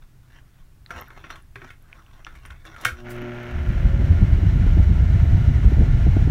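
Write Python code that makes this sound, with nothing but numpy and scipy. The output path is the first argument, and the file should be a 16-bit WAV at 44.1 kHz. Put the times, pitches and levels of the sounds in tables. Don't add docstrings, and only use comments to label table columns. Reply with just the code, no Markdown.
import sys
import numpy as np
from scipy import signal
from scipy.fft import rfft, irfft
from scipy.io import wavfile
from scipy.ndimage import uniform_filter1d

SR = 44100
rng = np.random.default_rng(int(sys.argv[2]) if len(sys.argv) > 2 else 0)


def output_pcm(signal):
    pcm = np.clip(np.atleast_2d(signal).T, -1, 1) * 32767
    wavfile.write(sys.argv[1], SR, np.round(pcm).astype(np.int16))


N = 277830
TIME = np.arange(N) / SR

# (pitch [Hz], relative level [dB], t60 [s])
CASE_MODES = [(262, -9.5, 0.093), (327, -13, 0.34), (402, -12.5, 0.083), (502.5, -21, 0.24),
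              (713, -11, 0.025), (746, -17.5, 0.026), (1127, -7, 0.05), (1080, -1.5, 0.015),
              (1325, -6.5, 0.061), (1412, 3.5, 0.021), (1610, -6, 0.051), (1624, 5.5, 0.012),
              (1830, -5, 0.019), (1853, -8, 0.042), (2106, 1.5, 0.015), (2245, -2, 0.027),
              (2570, -6.5, 0.028), (2766, -4, 0.019), (3150, -6, 0.021), (3510, -1, 0.012),
              (4240, -16, 0.036), (5270, -22.5, 0.011), (5820, -12, 0.027)]

HUM_HZ = 120
POWER_ON_S, START_S, RUN_UP_S = 2.86, 2.96, 0.385


def from_db(db):
    return 10 ** (np.asarray(db) / 20)


def rms_one(x):
    return x / np.sqrt(np.mean(x ** 2) + 1e-20)


def in_time(rows):
    s, *columns = np.transpose(rows)
    return [np.interp(TIME, s, c) for c in columns]


def butter(x, hz, kind, order=2):
    sos = signal.butter(order, np.clip(hz, 10, SR * 9 / 20), kind, fs=SR, output="sos")
    return signal.sosfilt(sos, x + 1e-18)


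def colour(x, spectrum, resonances=()):
    hz = np.maximum(np.arange(N // 2 + 1) * SR / N, 1)
    points, db = np.transpose(spectrum)
    db = np.interp(np.log(hz), np.log(points), db)
    for centre, width, peak_db in resonances:
        db = db + peak_db / (1 + (2 * (hz - centre) / width) ** 2)
    low_cut = np.minimum(hz / points[0], 1) ** 2
    return rms_one(irfft(rfft(x) * from_db(db) * low_cut, N))


def noise():
    return rng.standard_normal(N)


def drift(rate):
    steps = N // 16
    hz = np.arange(steps // 2 + 1) * SR / N
    slow = irfft(rfft(rng.standard_normal(steps)) / (1 + (hz / rate) ** 2) ** 2, steps)
    return np.interp(TIME, np.linspace(0, TIME[-1], steps), rms_one(slow))


def grains(per_s, spread_db):
    happens = rng.random(N) < per_s / SR
    return rms_one(happens * noise() * from_db(spread_db * rng.random(N)))


def click(s):
    return signal.unit_impulse(N, int(round(s * SR)))


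def ring(x, hz, t60):
    decay = from_db(-60 / (t60 * SR))
    w = 2 * np.pi * hz / SR
    return signal.lfilter([0, np.sin(w)], [1, -2 * decay * np.cos(w), decay * decay], x + 1e-18)


def dying(kicks, t60):
    return signal.lfilter([1], [1, -from_db(-60 / (t60 * SR))], kicks + 1e-18)


def blip(s, hz, rise_s):
    age = np.maximum(TIME - s, 0) / rise_s
    return age * np.exp(1 - age) * np.sin(2 * np.pi * hz * (TIME - s))


def swell(s, rise_s, fall_s):
    return np.exp(-np.maximum(s - TIME, 0) / rise_s - np.maximum(TIME - s, 0) / fall_s)


def rise(s, lag_s):
    return 1 - np.exp(-np.maximum(TIME - s, 0) / lag_s)


def room(x, wet_db, t60=0.19):
    t = TIME[:SR // 2]
    tail = rng.standard_normal(len(t)) * np.exp(-np.log(1000) * t / t60) * (t > 0.005)
    return x + from_db(wet_db) * signal.fftconvolve(x, tail / np.linalg.norm(tail))[:N]


def room_tone(level_db=-54):
    # (frequency [Hz], density [dB per Hz])
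    room_spectrum = [(20, 2), (60, -16.5), (125, 0), (200, -18), (320, -20), (500, -29.5), (1500, -30),
                     (3500, -37.5), (7300, -40), (15500, -41)]
    return from_db(level_db) * colour(noise(), room_spectrum)


def handling(tick_rise_s=0.00044, thump_t60=0.23):
    # (time [s], peak [dB], pitch [Hz])
    tick_rows = [(0.862, -35.5, 4040), (0.862, -39, 1890), (1.012, -32, 12600), (1.083, -45, 13000),
                 (1.424, -50, 10400), (1.5565, -36, 2180), (1.825, -51, 11400), (1.929, -29.5, 2380),
                 (2.064, -46.5, 2840), (2.248, -30, 2820), (2.248, -36, 5740), (2.462, -41.5, 9450),
                 (2.508, -37.5, 3400), (3.218, -46, 12700)]
    # (time [s], peak [dB], pitch [Hz])
    thump_rows = [(0.923, -45, 78.5), (0.959, -35, 73), (1.557, -38, 120), (1.561, -45, 395),
                  (1.623, -44.5, 364), (2.501, -35, 68), (2.857, -29, 116), (2.92, -27, 69),
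                  (3.223, -35, 282)]
    # (time [s], level [dB])
    shake_level = [(0.0, -53.5), (1.0, -51), (1.5, -51), (2.2, -51.5), (2.35, -44.5), (2.8, -51),
                   (3.5, -43)]
    # (frequency [Hz], density [dB per Hz])
    shake_spectrum = [(20, -3), (40, -14.5), (70, -13), (110, -23), (200, -50.5), (600, -71.5)]
    ticks = sum(from_db(db) * blip(s, hz, tick_rise_s) for s, db, hz in tick_rows)
    thumps = sum(from_db(db) * ring(click(s), hz, thump_t60) for s, db, hz in thump_rows)
    shake = from_db(3.0 + in_time(shake_level)[0]) * colour(noise(), shake_spectrum)
    return room(ticks, wet_db=-18.0) + thumps + shake


def squeaks(rough=0.122):
    # (start [s], length [s], start pitch [Hz], end pitch [Hz], level [dB])
    squeak_rows = [(1.05, 0.036, 3120, 2380, -60), (1.068, 0.037, 1900, 1020, -47.5),
                   (1.966, 0.068, 1610, 970, -54.5)]
    out = np.zeros(N)
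    for s, length, start_hz, end_hz, db in squeak_rows:
        along = np.clip((TIME - s) / length, 0, 1)
        pitch = (start_hz + (end_hz - start_hz) * along) * (1 + rough * drift(390))
        out += from_db(db) * np.sin(np.pi * along) * np.sin(2 * np.pi * np.cumsum(pitch) / SR)
    return out


def rubbing(release_s=0.037, low_cut_hz=360):
    # (firmest pressure [s], level [dB], swell [s])
    stroke_rows = [(0.025, -56, 0.0056), (0.365, -51, .055), (0.6, -61.5, 0.1), (0.911, -40.5, 0.0075),
                   (0.988, -36.5, 0.033), (1.18, -46, 0.04), (1.245, -47.5, 0.0065), (1.309, -38, 0.006),
                   (1.645, -42, 0.022), (1.97, -54.5, 0.097), (2.2, -51.5, 0.096), (2.28, -57, 0.012),
                   (2.355, -52.5, 0.028), (2.46, -51, 0.04), (2.515, -52.5, .01), (2.663, -47, 0.0058),
                   (2.837, -41, 0.096), (2.999, -44, 0.033)]
    # (frequency [Hz], density [dB per Hz])
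    skin_spectrum = [(150, 6), (350, -2), (750, 6.5), (1400, 7), (2500, -14.5), (4500, -19.5),
                     (6500, -13.5), (8000, -28), (15000, -29)]
    slips = grains(per_s=2000, spread_db=11.0)
    case_ring = np.zeros(N)
    for k, (hz, db, t60) in enumerate(CASE_MODES):
        reach = from_db(db + 5.0 * drift(16))
        case_ring += reach * ring(slips * (-1) ** k, hz, t60)
    case_ring = rms_one(butter(case_ring, low_cut_hz, "high", order=1))
    pressure = sum(from_db(db) * swell(s, swell_s, release_s) for s, db, swell_s in stroke_rows)
    return pressure * (from_db(-3.5) * case_ring + from_db(-3.5) * colour(slips, skin_spectrum))


def blows(rows, body_db, crack_db, crack_t60, focus_db, scuff, tail_db, wet_db):
    s, peak_db, treble_db, favoured_hz, skid_t60 = np.transpose(rows)
    hits = np.array([click(start) for start in s])
    skid_times = np.maximum(skid_t60, 0.003)
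    skids = np.array([dying(hit, t60) / np.sqrt(t60 * SR) for hit, t60 in zip(hits, skid_times)])
    body = np.zeros(N)
    for hz, db, t60 in CASE_MODES:
        octaves_away = np.abs(np.log2(hz / favoured_hz))
        strength = from_db(peak_db + db - focus_db * octaves_away)
        strike = (strength * rng.choice([-1, 1], len(s))) @ hits
        skid = scuff * (strength @ skids) * noise()
        body += ring(strike + skid, hz, t60)
    hard = from_db(peak_db + treble_db) @ hits
    crack = noise() * (dying(hard, crack_t60) + from_db(tail_db) * dying(hard, 0.18))
    crack = butter(butter(crack, 2600, "high"), 9500, "low", order=1)
    return from_db(body_db) * room(body, wet_db) + from_db(crack_db) * crack


def finger_knocks(skid_t60=0.03):
    # (time [s], relative peak [dB], treble against peak [dB], most favoured pitch [Hz])
    knock_rows = [(0.906, -19.5, -18, 1360), (0.961, -27.5, -15, 1380), (1.104, -28, -28, 1080),
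                  (1.241, -26.5, -33, 1540), (1.303, -20.5, -17, 1400), (1.357, -29, -14, 1710),
                  (1.557, -22, -22, 1690), (1.618, -29, -28, 1480), (1.704, -29, -15, 2160),
                  (2.267, -23.5, -33, 1450), (2.354, -38, -8, 1630), (2.452, -30.5, -9, 1930),
                  (2.504, -28.5, -15, 1280), (2.652, -30.5, -9, 1160), (2.763, -29.5, -14, 1740),
                  (2.811, -38, 6, 1480)]
    return blows([(*row, skid_t60) for row in knock_rows], body_db=-14.5, crack_db=-13, crack_t60=0.072,
                 focus_db=6, scuff=4.1, tail_db=-7, wet_db=-6.0)


def switch_snap(low_cut_hz=600):
    # (time [s], relative peak [dB], treble against peak [dB], most favoured pitch [Hz],
    # skid t60 [s])
    contact_rows = [(2.8497, -13.5, -3.5, 2530, 0.027), (2.8525, -12.5, -12, 1550, 0.0097),
                    (2.8555, -23, -19, 1120, 0.0095), (2.8597, -41, -15, 1200, .012)]
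    snap = blows(contact_rows, body_db=-6.5, crack_db=-4.0, crack_t60=0.013,
                 focus_db=3.5, scuff=1.9, tail_db=-10, wet_db=-4.0)
    return butter(snap, low_cut_hz, "high")


def brush_off(brush_s=3.108, level_db=-45, swell_s=0.008, release_s=0.02):
    bright = rms_one(butter(noise(), 3000, "high"))
    return from_db(level_db) * swell(brush_s, swell_s, release_s) * bright


def hand():
    return rubbing() + finger_knocks() + switch_snap() + brush_off() + squeaks()


def speed():
    return rise(START_S, RUN_UP_S)


def airflow():
    return speed() ** 7.1


def motor(first_db=-54, strain_db=-36.5, running_db=-47.5, attack_s=0.065, waver_db=1.7):
    # (multiple of the hum pitch, relative level [dB])
    hum_orders = [(1, -2.5), (2, -3), (3, -4.5), (5, -13), (6, -19.5)]
    phase = 2 * np.pi * HUM_HZ * TIME
    orders = np.zeros(N)
    for k, db in hum_orders:
        level = from_db(db + waver_db * drift(7))
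        orders += level * np.sin(k * phase + rng.uniform(0, 2 * np.pi))
    pulling = rise(START_S, attack_s)
    pulling_db = strain_db + (running_db - strain_db) * airflow()
    hum_db = first_db + (pulling_db - first_db) * pulling
    return np.sqrt(2) * rise(POWER_ON_S, 0.005) * from_db(hum_db) * orders


def blade_tone(full_speed_hz=595, base_db=-65, waver_db=3):
    housing_hz, housing_width_hz, housing_db = 540, 42, 18
    pitch = full_speed_hz * speed()
    tone_db = base_db + housing_db * np.exp(-((pitch - housing_hz) / housing_width_hz) ** 2)
    phase = 2 * np.pi * np.cumsum(pitch * (1 + 0.0023 * drift(25))) / SR
    level = speed() ** 2 * from_db(tone_db + waver_db * drift(35))
    return np.sqrt(2) * level * np.sin(phase)


def rotor(running_s=3.04, attack_s=0.018, rasp_db=-40.5, air_db=-41, tick_db=-68, throb=0.09, unsteady_db=0.82):
    # (frequency [Hz], density [dB per Hz])
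    rasp_spectrum = [(150, 3), (400, -3.5), (700, -0.5), (870, -3), (1200, 0), (1450, -0.5), (2200, -2),
                     (2600, -5), (3100, -11.5), (4700, -27.5), (6800, -28), (7600, -68), (15000, -42)]
    air_spectrum = [(300, 3.5), (650, -0.5), (900, 1), (1200, 0.5), (1500, -2.5), (2100, 0), (2600, -5.5),
                    (4000, -14.5), (4800, -19.5), (6800, -21.5), (7600, -25.5), (10400, -25), (15500, -35)]
    # (centre [Hz], width [Hz], peak [dB])
    duct_modes = [(1050, 100, -3), (1200, 210, -5.5), (1415, 170, 6.5), (1808, 60, 12.5), (1827, 47, -15.5),
                  (2210, 310, 1), (2510, 400, -3), (2930, 160, 3.5), (5740, 770, 4.5)]
    # (centre [Hz], width [Hz], peak [dB])
    air_modes = [(677, 69, 9), (4020, 290, 3.5), (6950, 290, 2), (10430, 850, -20.5)]
    share = airflow()
    shaken = 1 + throb * np.sin(2 * np.pi * HUM_HZ * TIME)
    rasp = colour(grains(per_s=5000, spread_db=11) * shaken, rasp_spectrum, duct_modes)
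    air = colour(noise(), air_spectrum, duct_modes + air_modes) * from_db(unsteady_db * drift(36))
    rush = np.sqrt(1 - share) * from_db(rasp_db) * rasp + np.sqrt(share) * from_db(air_db) * air
    ticks = rms_one(butter(grains(per_s=54, spread_db=6), 3000, "high"))
    ticking = from_db(tick_db) * (1 - share) * ticks
    return rise(running_s, attack_s) * (rush + ticking) + blade_tone()


def jet(reach_s=3.47, build_s=0.36, level_db=-14, gust_s=0.038, lull_depth=2.2, surge_db=0.2):
    # (time [s], swell [dB])
    gust_rows = [(3.57, 4), (3.7, 3.5), (3.861, 4.5), (4.11, 4.5), (4.228, 5), (4.33, 2.5), (4.461, 3.5),
                 (4.8, 2.5), (4.91, 6), (5.148, 2), (5.247, 3.5), (5.351, 3), (5.499, 6), (5.67, 6.5),
                 (5.809, 6), (5.95, 1), (6.079, 4)]
    db = level_db + surge_db * drift(23)
    for s, swell_db in gust_rows:
        u = (TIME - s) / gust_s
        db = db + swell_db * (1 - lull_depth * u ** 2) * np.exp(-u ** 2)
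    return rise(reach_s, build_s) * from_db(db)


def sharp_eddies(core_s=0.0014, wake_db=-9, wake_s=0.0069):
    # (time [s], core peak [dB])
    eddy_rows = [(4.118, -41), (4.221, -15), (4.447, -22.5), (4.646, -31), (4.667, -18), (4.772, -15),
                 (5.647, -18), (5.721, -15), (5.772, -20), (6.068, -13), (6.169, -9.5), (6.276, -16)]
    # (frequency [Hz], density [dB per Hz])
    wake_spectrum = [(150, 7.5), (250, -2), (450, -15.5), (750, -16.5), (1200, -39), (5000, -120)]
    swirl = colour(noise(), wake_spectrum)
    out = np.zeros(N)
    for s, db in eddy_rows:
        u = (TIME - s) / core_s
        core = (1 - 2 * u ** 2) * np.exp(-u ** 2) * rng.choice([-1, 1])
        wake = swirl * np.exp(-((TIME - s) / wake_s - 0.5) ** 2)
        out += from_db(db) * (core + from_db(wake_db) * wake)
    return out


def wind(rumble_db=0.5, flutter_db=-22, lumpy_db=7.0, steadiness=0.48):
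    # (frequency [Hz], density [dB per Hz])
    rumble_spectrum = [(22, -12), (35, 1.5), (50, -1.5), (68, 3.5), (105, -3.5), (160, -12), (250, -25),
                       (420, -39), (700, -68), (4000, -130)]
    flutter_spectrum = [(100, 1), (190, -1.5), (300, -5), (500, -17.5), (900, -33.5), (5000, -120)]
    rumble = colour(noise(), rumble_spectrum)
    power = uniform_filter1d(rumble ** 2, size=SR // 14)
    rumble = rms_one(rumble / power ** (steadiness / 2))
    flutter = rms_one(colour(noise(), flutter_spectrum) * from_db(lumpy_db * drift(23)))
    buffeting = jet() * (from_db(rumble_db) * rumble + from_db(flutter_db) * flutter)
    return buffeting + sharp_eddies()


def scene():
    return (room_tone() + handling() + hand() + motor() + rotor() + wind())[None]


def record(dry):
    rounded = dry / (1 + (dry / 0.9) ** 6) ** (1 / 6)
    top_cut = signal.ellip(12, 0.1, 80, 15750, fs=SR, output="sos")
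    return signal.sosfilt(top_cut, rounded)


dry = scene()
out = record(dry)
output_pcm(out)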